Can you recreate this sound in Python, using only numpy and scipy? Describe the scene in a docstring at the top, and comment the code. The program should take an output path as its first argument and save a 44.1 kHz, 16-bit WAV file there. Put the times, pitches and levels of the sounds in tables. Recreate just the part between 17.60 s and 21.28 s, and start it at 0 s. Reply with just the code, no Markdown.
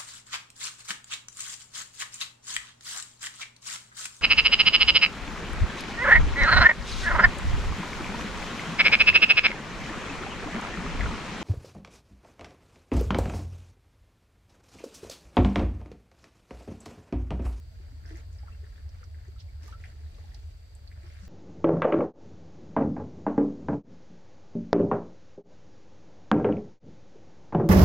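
"""A wooden dock on a lake at night, with small waves lapping at it.
Slosh, patter and spray are dense clouds of tiny decaying sines that swell with each wave. Slaps excite the
resonances of the hollows under the boards, air pockets gulp as rising decaying tones, drops snap and ring,
and splashes are short grain showers; all the water gets short echoes off the dock.
Filtered noise gives a low, distant rumble from the right, a breeze and a faint hiss; a sine whines thinly."""
import sys
import numpy as np
from scipy import signal
from scipy.fft import rfft, irfft
from scipy.io import wavfile
from scipy.ndimage import uniform_filter1d

SR = 44100
rng = np.random.default_rng(int(sys.argv[2]) if len(sys.argv) > 2 else 0)


def unload_wav(signal):
    """Save mono or channel-first audio to the path in sys.argv[1] as 16-bit WAV at rate SR, clipped to [-1, 1]."""
    wavfile.write(
        sys.argv[1],
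        SR,
        np.round(np.clip(np.atleast_2d(signal).T, -1, 1) * 32767).astype(np.int16),
    )


N = 162288  # length in samples

# Spectrum of the distant rumble, relative: frequency_hz, density_db (per Hz)
RUMBLE_SPECTRUM = [(15, -33), (25, -12.5), (38, -8), (52, -1.5), (66, -1), (78, 6.5), (92, -5),
                   (120, -16.5), (160, -27.5), (250, -37.5), (500, -65)]
# Strength of the rumble over time, relative to RUMBLE_DB: time_s, level_db
RUMBLE_LEVEL = [(0, 0.5), (.62, 2.5), (1.0, 0.5), (1.9, 0.5), (2.9, 1), (3.05, -6), (3.3, 0.5), (3.68, 0)]
# Spectrum of air moving at the microphones, relative: frequency_hz, density_db (per Hz)
BREEZE_SPECTRUM = [(15, -9), (40, 1.5), (70, 6.5), (120, -16), (300, -46), (1000, -64)]
# Spectrum of the steady hiss, relative: frequency_hz, density_db (per Hz)
HISS_SPECTRUM = [(100, -28), (250, -12.5), (600, 0), (1100, -5), (1800, -3), (3200, -5), (4000, -3.5),
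                 (4700, 4.5), (5400, -9.5), (8000, -9), (10300, -21), (12200, -11), (13500, -20),
                 (16000, -26)]
# Drops striking water and wood: start_s, pitch_hz, ring_peak_db (before panning), t60_s,
# left_lag_ms, left_minus_right_db
DROPS = [(.460, 5200, -47.5, .007, 0.32, -3), (.571, 6840, -45, 0.0012, .167, 0),
         (0.573, 12400, -54, .002, 0.096, -2), (.604, 6400, -57, .005, .1, -2),
         (.667, 13500, -58, .002, .09, 0), (.786, 5000, -52, .012, .1, -8),
         (1.292, 5230, -48, 0.002, 0.024, -6), (1.4406, 5300, -44, .0015, .038, -5),
         (1.6505, 6100, -57, .003, .024, -2), (1.6825, 6130, -55, .003, .038, -5),
         (1.7985, 4200, -49, .005, .05, -3), (2.0325, 5300, -50, .004, 0.11, -6),
         (2.0775, 6500, -47, .0012, 0.11, -5), (2.078, 11600, -50, .0012, 0.054, -8),
         (2.0815, 5200, -46, .0012, .06, -7), (2.545, 3660, -52, .006, .083, 1),
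         (2.744, 4400, -46, .0048, .11, 2), (2.7468, 4850, -37, .001, 0.036, -5),
         (3.1517, 7930, -44, 0.0029, 0.13, 5), (3.2754, 4400, -45, 0.011, 0.11, -7),
         (3.465, 5200, -54, .005, .1, -10)]
# Ringing air pockets: start_s, pitch_hz, peak_db (before the tremble), t60_s,
# pitch_rise (share of pitch over t60), left_lag_ms
AIR_POCKETS = [(.194, 373, -58, 0.075, .1, .3), (.318, 258, -53.5, 0.059, .1, .22),
               (.501, 320, -46.5, .16, 0.035, .12), (.504, 430, -48.5, .1, .06, .19),
               (.53, 328, -47.5, .09, .15, .14), (.831, 786, -51, 0.034, .15, .25),
               (.881, 1293, -44.5, 0.024, 0.17, 0.22), (.919, 2680, -55.5, 0.11, 0.069, .24),
               (1.028, 417, -51.5, 0.1, .05, 0.38), (1.412, 467, -56, 0.045, .1, 0.36),
               (1.43, 1335, -46.5, 0.027, .15, 0.22), (1.68, 369, -49, 0.036, 0.33, 0.27),
               (1.76, 1300, -58, 0.065, .08, 0.19), (1.8, 5250, -53, .06, .03, .03),
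               (1.885, 2210, -58, .073, .11, 0.14), (2.079, 1196, -50.5, 0.043, .03, .15),
               (2.087, 893, -55, .075, .3, .17), (2.124, 1346, -43, 0.047, .02, 0.13),
               (2.137, 1332, -46.5, 0.11, 0.051, 0.08), (2.247, 715, -58, .075, 0.22, .16),
               (2.581, 1113, -57.5, 0.028, .1, .2), (2.582, 455, -54, 0.047, .05, .24),
               (2.639, 762, -56.5, 0.057, 0.58, 0.21), (2.717, 1775, -56, 0.043, 0.54, 0.17),
               (2.744, 770, -56.5, 0.026, .03, 0.17), (3.431, 340, -56, 0.12, .1, .3),
               (3.619, 181, -46.5, 0.15, .11, 0.27)]
# Showers of fine droplets: start_s, length_s (half the time rendered), pitch_hz,
# level_db (RMS at the strongest moment, before panning), left_minus_right_db
SPLASHES = [(0.473, 0.091, 5300, -64.5, 1), (.545, 0.068, 5700, -64, 0), (0.481, 0.059, 1860, -63.5, -2),
            (.557, .07, 1960, -63, -2), (0.709, .085, 6300, -68, 3), (0.827, 0.068, 480, -68, 0),
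            (0.851, 0.082, 1200, -63.5, -2), (1.777, 0.055, 3670, -61, -2), (1.79, 0.051, 4900, -59.5, -2),
            (2.022, 0.087, 5400, -64.5, -6), (2.022, .11, 12000, -78, -10), (2.035, .06, 427, -62.5, -2),
            (2.05, .055, 2170, -66, -2), (2.118, 0.032, 2790, -63.5, 0), (2.121, 0.033, 1450, -60, -4),
            (2.233, 0.068, 2500, -62, 0), (2.55, .14, 520, -69.5, -1), (2.62, .2, 770, -69.5, -3),
            (3.427, 0.35, 2950, -72.5, -3), (3.574, 0.2, 5700, -66, 1)]
# Water slapping into a hollow under the boards: start_s, brightest_hz, peak_db, left_lag_ms
SLAPS = [(0.4535, 1700, -45.5, .51), (.488, 1720, -49, .45), (.497, 1710, -50, 0.56),
         (.5052, 1880, -45, 0.62), (.514, 1950, -50, 0.59), (0.5545, 2000, -45, 0.57),
         (.565, 1950, -50, 0.58), (.574, 1850, -52, .55), (.585, 1900, -51, 0.52), (.7922, 1950, -54, 0.57),
         (1.042, 1750, -52, 0.58), (1.0657, 1700, -52, 0.57), (1.1575, 1690, -54, .5),
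         (1.179, 1640, -50, 0.57), (1.193, 1540, -54, 0.47), (1.4154, 1840, -58, .4),
         (1.5446, 1850, -48.5, 0.49), (1.6129, 1990, -56, 0.54), (1.6504, 1600, -56, 0.48),
         (2.033, 1900, -52, 0.18), (2.073, 1850, -55, .2), (2.1237, 1500, -55, 0.13),
         (2.2388, 1980, -37, .02), (2.2445, 2100, -45, .02), (2.257, 2050, -47, .02),
         (3.3146, 1950, -47, .02), (3.3252, 2470, -51, 0.081)]
# Resonances of the hollow: frequency_hz, t60_s
HOLLOW_MODES = [(1450, .009), (1700, 0.013), (2000, .012), (2400, .009)]
# Waves; their power adds to the calm level: start_s, length_s, slosh_db, patter_db, spray_db
WAVES = [(0.116, 0.44, -73, -74, -77), (0.424, 0.24, -63.5, -65, -66.5), (0.705, 0.35, -74.5, -71.5, -74.5),
         (0.953, 0.35, -73.5, -71, -72.5), (1.3, 0.17, -81, -68, -75.5), (1.513, 0.25, -90, -72, -96),
         (1.995, 0.17, -65.5, -64.5, -64), (2.157, 0.2, -69, -65.5, -67.5), (2.327, 0.31, -72, -71.5, -72),
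         (2.5, 0.38, -72, -72, -68.5), (2.772, 0.18, -83, -91, -71.5), (3.312, 0.28, -70, -70, -80),
         (3.376, 0.38, -84, -65, -68.5)]
# Grain clouds, dense ones first, then the sparse, larger grains among them:
# centre_hz, spread_octaves (standard deviation), ring_cycles (to -60 dB), rate_per_s, mean_scatter_db
SLOSH_GRAINS = (545, 0.71, 10.2, 500, 2.3)
PATTER_GRAINS = (1863, 0.33, 10.3, 610, 3.4)
SPRAY_GRAINS = (5420, 0.583, 13, 3000, 2.3)
GURGLE_GRAINS = (637, 0.69, 12, 70, 0.49)
TRICKLE_GRAINS = (1706, 0.28, 12.5, 80, 2.2)
TICK_GRAINS = (5170, 0.45, 21, 90, 1.3)
# Droplets of a splash: spread_octaves, ring_cycles, rate_per_s, mean_scatter_db
SHOWER_GRAINS = (0.19, 10, 700, 3.2)

RUMBLE_DB, RUMBLE_LAG_MS = -43, 0.512
RUMBLE_EVENNESS = 0.29  # exponent that flattens the throbbing: 0 none, 1 fully
BREEZE_DB, HISS_DB = -57, -66.5
WHINE_HZ, WHINE_DB = 7897, -87.5
GRAIN_RISE_CYCLES, DROP_RISE_CYCLES, POCKET_RISE_CYCLES, SLAP_RISE_CYCLES = 0.79, 1.4, 2.5, 0.7
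GRAIN_GLIDE = 0.089  # pitch rise over t60, as a share; used for grains and drops
SNAP_HZ, SNAP_T60_S = 11200, 0.0008
SNAP_DB = -5  # against the drop's ring, for a drop pitched at SNAP_HZ
TREMBLE_DEPTH, TREMBLE_CYCLES = 0.27, 3.53  # random depth as a share; pitch cycles between its points
SPLASH_PEAK = 0.3  # share of length_s at which a splash is strongest
HOLLOW_DETUNE = 0.023  # standard deviation, share of frequency
SLAP_WIDTH_OCTAVES = 0.25
WAVE_ATTACK, WAVE_RELEASE = 0.23, 0.27  # shares of a wave's length
CALM_SLOSH_DB, CALM_PATTER_DB, CALM_SPRAY_DB = -69.5, -74.5, -78.5
GURGLE_DB, TRICKLE_DB, TICKS_DB = -6, -2, -3.5  # larger grains against their dense cloud
SLOSH_LAG_MS, SHORE_LAG_MS = 0.35, 0.522
SHORE_DIFFUSE, SPRAY_DIFFUSE = 0.33, 0.98  # share of power unrelated between the ears
ECHO_T60_S, ECHO_GAP_S, ECHO_TOP_HZ = 0.066, 0.003, 2670
# Echo energy against the direct sound, before the echo's treble is dulled
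LAPPING_ECHO_DB, POCKET_ECHO_DB, DROP_ECHO_DB, SLAP_ECHO_DB = -1.5, -6.5, 3.5, -4
TOP_HZ = 15700


def undb(db):
    """Amplitude ratio: twenty decibels are a factor of ten."""
    return 10 ** (np.asarray(db) / 20)


def unit(x):
    """Normalization to an RMS of one."""
    return x / np.sqrt(np.mean(x ** 2))


def add(out, start_s, sound):
    """Superposition: a sound is summed in at its time."""
    i = max(int(start_s * SR), 0)
    part = sound[..., :max(out.shape[-1] - i, 0)]
    out[..., i:i + part.shape[-1]] += part


def pan(left_minus_right_db):
    """Interaural level difference, split evenly between the ears."""
    return undb(np.array([[left_minus_right_db], [-left_minus_right_db]]) / 2)


def ears(x, lag_ms):
    """Interaural time difference: sound from the right reaches the left microphone later."""
    cycles_per_ms = np.fft.rfftfreq(len(x), 1000 / SR)
    delay = np.exp(-2j * np.pi * cycles_per_ms * lag_ms)
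    left = irfft(rfft(x) * delay, len(x))
    return np.array([left, x])


def noise(spectrum):
    """Spectral shaping: white noise is weighted by a curve interpolated over log frequency."""
    hz, db = np.array(spectrum).T
    f = np.fft.rfftfreq(N, 1 / SR)
    weight = undb(np.interp(np.log(f + 1), np.log(hz), db))
    white = rng.standard_normal(N)
    return unit(irfft(rfft(white) * weight, N))


def ring(hz, t60, rise_cycles, glide):
    """Damped oscillation: a sine decays exponentially while its pitch rises by the glide."""
    t = np.arange(int(t60 * SR) + 64) / SR
    onset = 1 - np.exp(-(t * hz / rise_cycles) ** 2)
    decay = np.exp(-np.log(1000) * t / t60)
    envelope = onset * decay
    phase = 2 * np.pi * hz * (t + glide * t * t / t60 / 2)
    return envelope / envelope.max() * np.sin(phase)


def cloud(hz, octaves, cycles, rate, scatter_db, size=N):
    """Granular superposition: many tiny bubbles ring at random times, pitches and strengths."""
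    out = np.zeros(size)
    for when, a, b, chance, sign in rng.random((int(rate * size / SR) + 1, 5)):
        # sqrt(6) gives the difference of two uniform draws a unit standard deviation
        f = min(hz * 2 ** (octaves * np.sqrt(6) * (a - b)), SR / 2.5)
        gain = undb(-scatter_db * np.log(max(chance, .01))) * np.sign(sign - .5)
        add(out, when * size / SR, gain * ring(f, cycles / f, GRAIN_RISE_CYCLES, GRAIN_GLIDE))
    return unit(out)


def echoes(x, db):
    """Diffuse reflection off boards and piles: a dull decaying noise tail, different at each ear."""
    t = np.arange(SR // 4) / SR
    decay = (t > ECHO_GAP_S) * np.exp(-np.log(1000) * t / ECHO_T60_S)
    tail = rng.standard_normal((2, len(t))) * decay
    tail /= np.sqrt(np.sum(tail ** 2, axis=1, keepdims=True))
    tail = signal.lfilter(*signal.butter(1, ECHO_TOP_HZ, fs=SR), tail)
    return x + undb(db) * signal.fftconvolve(x, tail, axes=1)[:, :N]


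def hiss():
    """Uncorrelated noise sources: even hiss, unrelated left and right, with a thin steady sine."""
    whine = np.sqrt(2) * np.sin(2 * np.pi * WHINE_HZ * np.arange(N) / SR)
    both = np.array([noise(HISS_SPECTRUM), noise(HISS_SPECTRUM)])
    return undb(HISS_DB) * both + undb(WHINE_DB) * whine


def breeze():
    """Local turbulence: air moving at each microphone makes its own low noise."""
    return undb(BREEZE_DB) * np.array([noise(BREEZE_SPECTRUM), noise(BREEZE_SPECTRUM)])


def rumble():
    """Narrow-band fluctuation: far, low noise throbs, partly evened, and dips briefly late on."""
    x = noise(RUMBLE_SPECTRUM)
    strength = uniform_filter1d(np.abs(signal.hilbert(x)), size=SR // 10)
    drone = unit(x / strength ** RUMBLE_EVENNESS)
    level_db = RUMBLE_DB + np.interp(np.arange(N) / SR, *np.array(RUMBLE_LEVEL).T)
    return undb(level_db) * ears(drone, RUMBLE_LAG_MS)


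def drops():
    """Impact and resonance: each drop snaps and rings; the snap is stronger for higher pitches."""
    out = np.zeros((2, N))
    for start, hz, db, t60, lag_ms, pan_db in DROPS:
        gain = undb(db) * pan(pan_db)
        body = ring(hz, t60, DROP_RISE_CYCLES, GRAIN_GLIDE)
        snap = ring(SNAP_HZ, SNAP_T60_S, DROP_RISE_CYCLES, 0)
        add(out, start, gain * ears(body, lag_ms))
        add(out, start, gain * undb(SNAP_DB) * hz / SNAP_HZ * ears(snap, lag_ms))
    return out


def air_pockets():
    """Bubble resonance: trapped air rings, its strength trembling as the water shifts around it."""
    out = np.zeros((2, N))
    for start, hz, db, t60, glide, lag_ms in AIR_POCKETS:
        tone = ring(hz, t60, POCKET_RISE_CYCLES, glide)
        knots = np.arange(len(tone)) / SR * hz / TREMBLE_CYCLES
        tremble = np.interp(knots, np.arange(64), rng.standard_normal(64))
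        trembling = unit(tone * (1 + TREMBLE_DEPTH * tremble))
        # the tremble leaves the RMS of the plain tone unchanged
        add(out, start, undb(db) * tone.std() * ears(trembling, lag_ms))
    return out


def splashes():
    """Breakup of a crest: a shower of droplet grains swells quickly and thins out."""
    out = np.zeros((2, N))
    for start, length, hz, db, pan_db in SPLASHES:
        size = int(2 * length * SR)
        u = np.arange(size) / SR / (SPLASH_PEAK * length)
        envelope = (u * np.exp(1 - u)) ** 2
        shower = np.array([cloud(hz, *SHOWER_GRAINS, size=size) for _ in range(2)])
        add(out, start, undb(db) * pan(pan_db) * envelope * shower)
    return out


def slaps():
    """Cavity resonance: water claps into a hollow whose modes shift a little from slap to slap."""
    out = np.zeros((2, N))
    for start, bright_hz, db, lag_ms in SLAPS:
        clap = np.zeros(SR // 20)
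        for k, (hz, t60) in enumerate(HOLLOW_MODES):
            weight = np.exp(-.5 * (np.log2(hz / bright_hz) / SLAP_WIDTH_OCTAVES) ** 2)
            mode_hz = hz * (1 + HOLLOW_DETUNE * rng.standard_normal())
            # neighbouring modes start with opposite sign
            add(clap, 0, (-1) ** k * weight * ring(mode_hz, t60, SLAP_RISE_CYCLES, 0))
        add(out, start, undb(db) * ears(clap / np.abs(clap).max(), lag_ms))
    return out


def shore(grains, diffuse, lag_ms):
    """Partial coherence: a grain cloud comes partly from the right, partly from all sides."""
    direct = ears(cloud(*grains), lag_ms)
    around = np.array([cloud(*grains), cloud(*grains)])
    return np.sqrt(1 - diffuse) * direct + np.sqrt(diffuse) * around


def swell(start, length):
    """Amplitude envelope: linear attack, hold and release of one wave."""
    u = (np.arange(N) / SR - start) / length
    return np.clip(np.minimum(u / WAVE_ATTACK, (1 - u) / WAVE_RELEASE), 0, 1)


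def lapping():
    """Addition of powers: each wave lifts slosh, patter and spray above their calm level."""
    layers = [(SLOSH_GRAINS, CALM_SLOSH_DB, SHORE_DIFFUSE, SLOSH_LAG_MS, GURGLE_GRAINS, GURGLE_DB),
              (PATTER_GRAINS, CALM_PATTER_DB, SHORE_DIFFUSE, SHORE_LAG_MS, TRICKLE_GRAINS, TRICKLE_DB),
              (SPRAY_GRAINS, CALM_SPRAY_DB, SPRAY_DIFFUSE, SHORE_LAG_MS, TICK_GRAINS, TICKS_DB)]
    out = np.zeros((2, N))
    for k, (fine, calm_db, diffuse, lag_ms, coarse, coarse_db) in enumerate(layers):
        power = np.full(N, undb(calm_db) ** 2)
        for start, length, *levels_db in WAVES:
            power += (undb(levels_db[k]) * swell(start, length)) ** 2
        dense = shore(fine, diffuse, lag_ms)
        sparse = undb(coarse_db) * ears(cloud(*coarse), lag_ms)
        out += np.sqrt(power) * unit(dense + sparse)
    return out


def scene():
    """Superposition of the steady background and the water with its echoes."""
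    background = hiss() + breeze() + rumble()
    small_water = echoes(drops(), DROP_ECHO_DB) + echoes(air_pockets(), POCKET_ECHO_DB)
    waves = echoes(slaps(), SLAP_ECHO_DB) + echoes(splashes() + lapping(), LAPPING_ECHO_DB)
    return background + small_water + waves


def record(dry):
    """Band limitation: the recorder's steep elliptic low-pass cuts the top."""
    return signal.sosfilt(signal.ellip(10, .1, 80, TOP_HZ, fs=SR, output="sos"), dry)


dry = scene()
out = record(dry)
unload_wav(out)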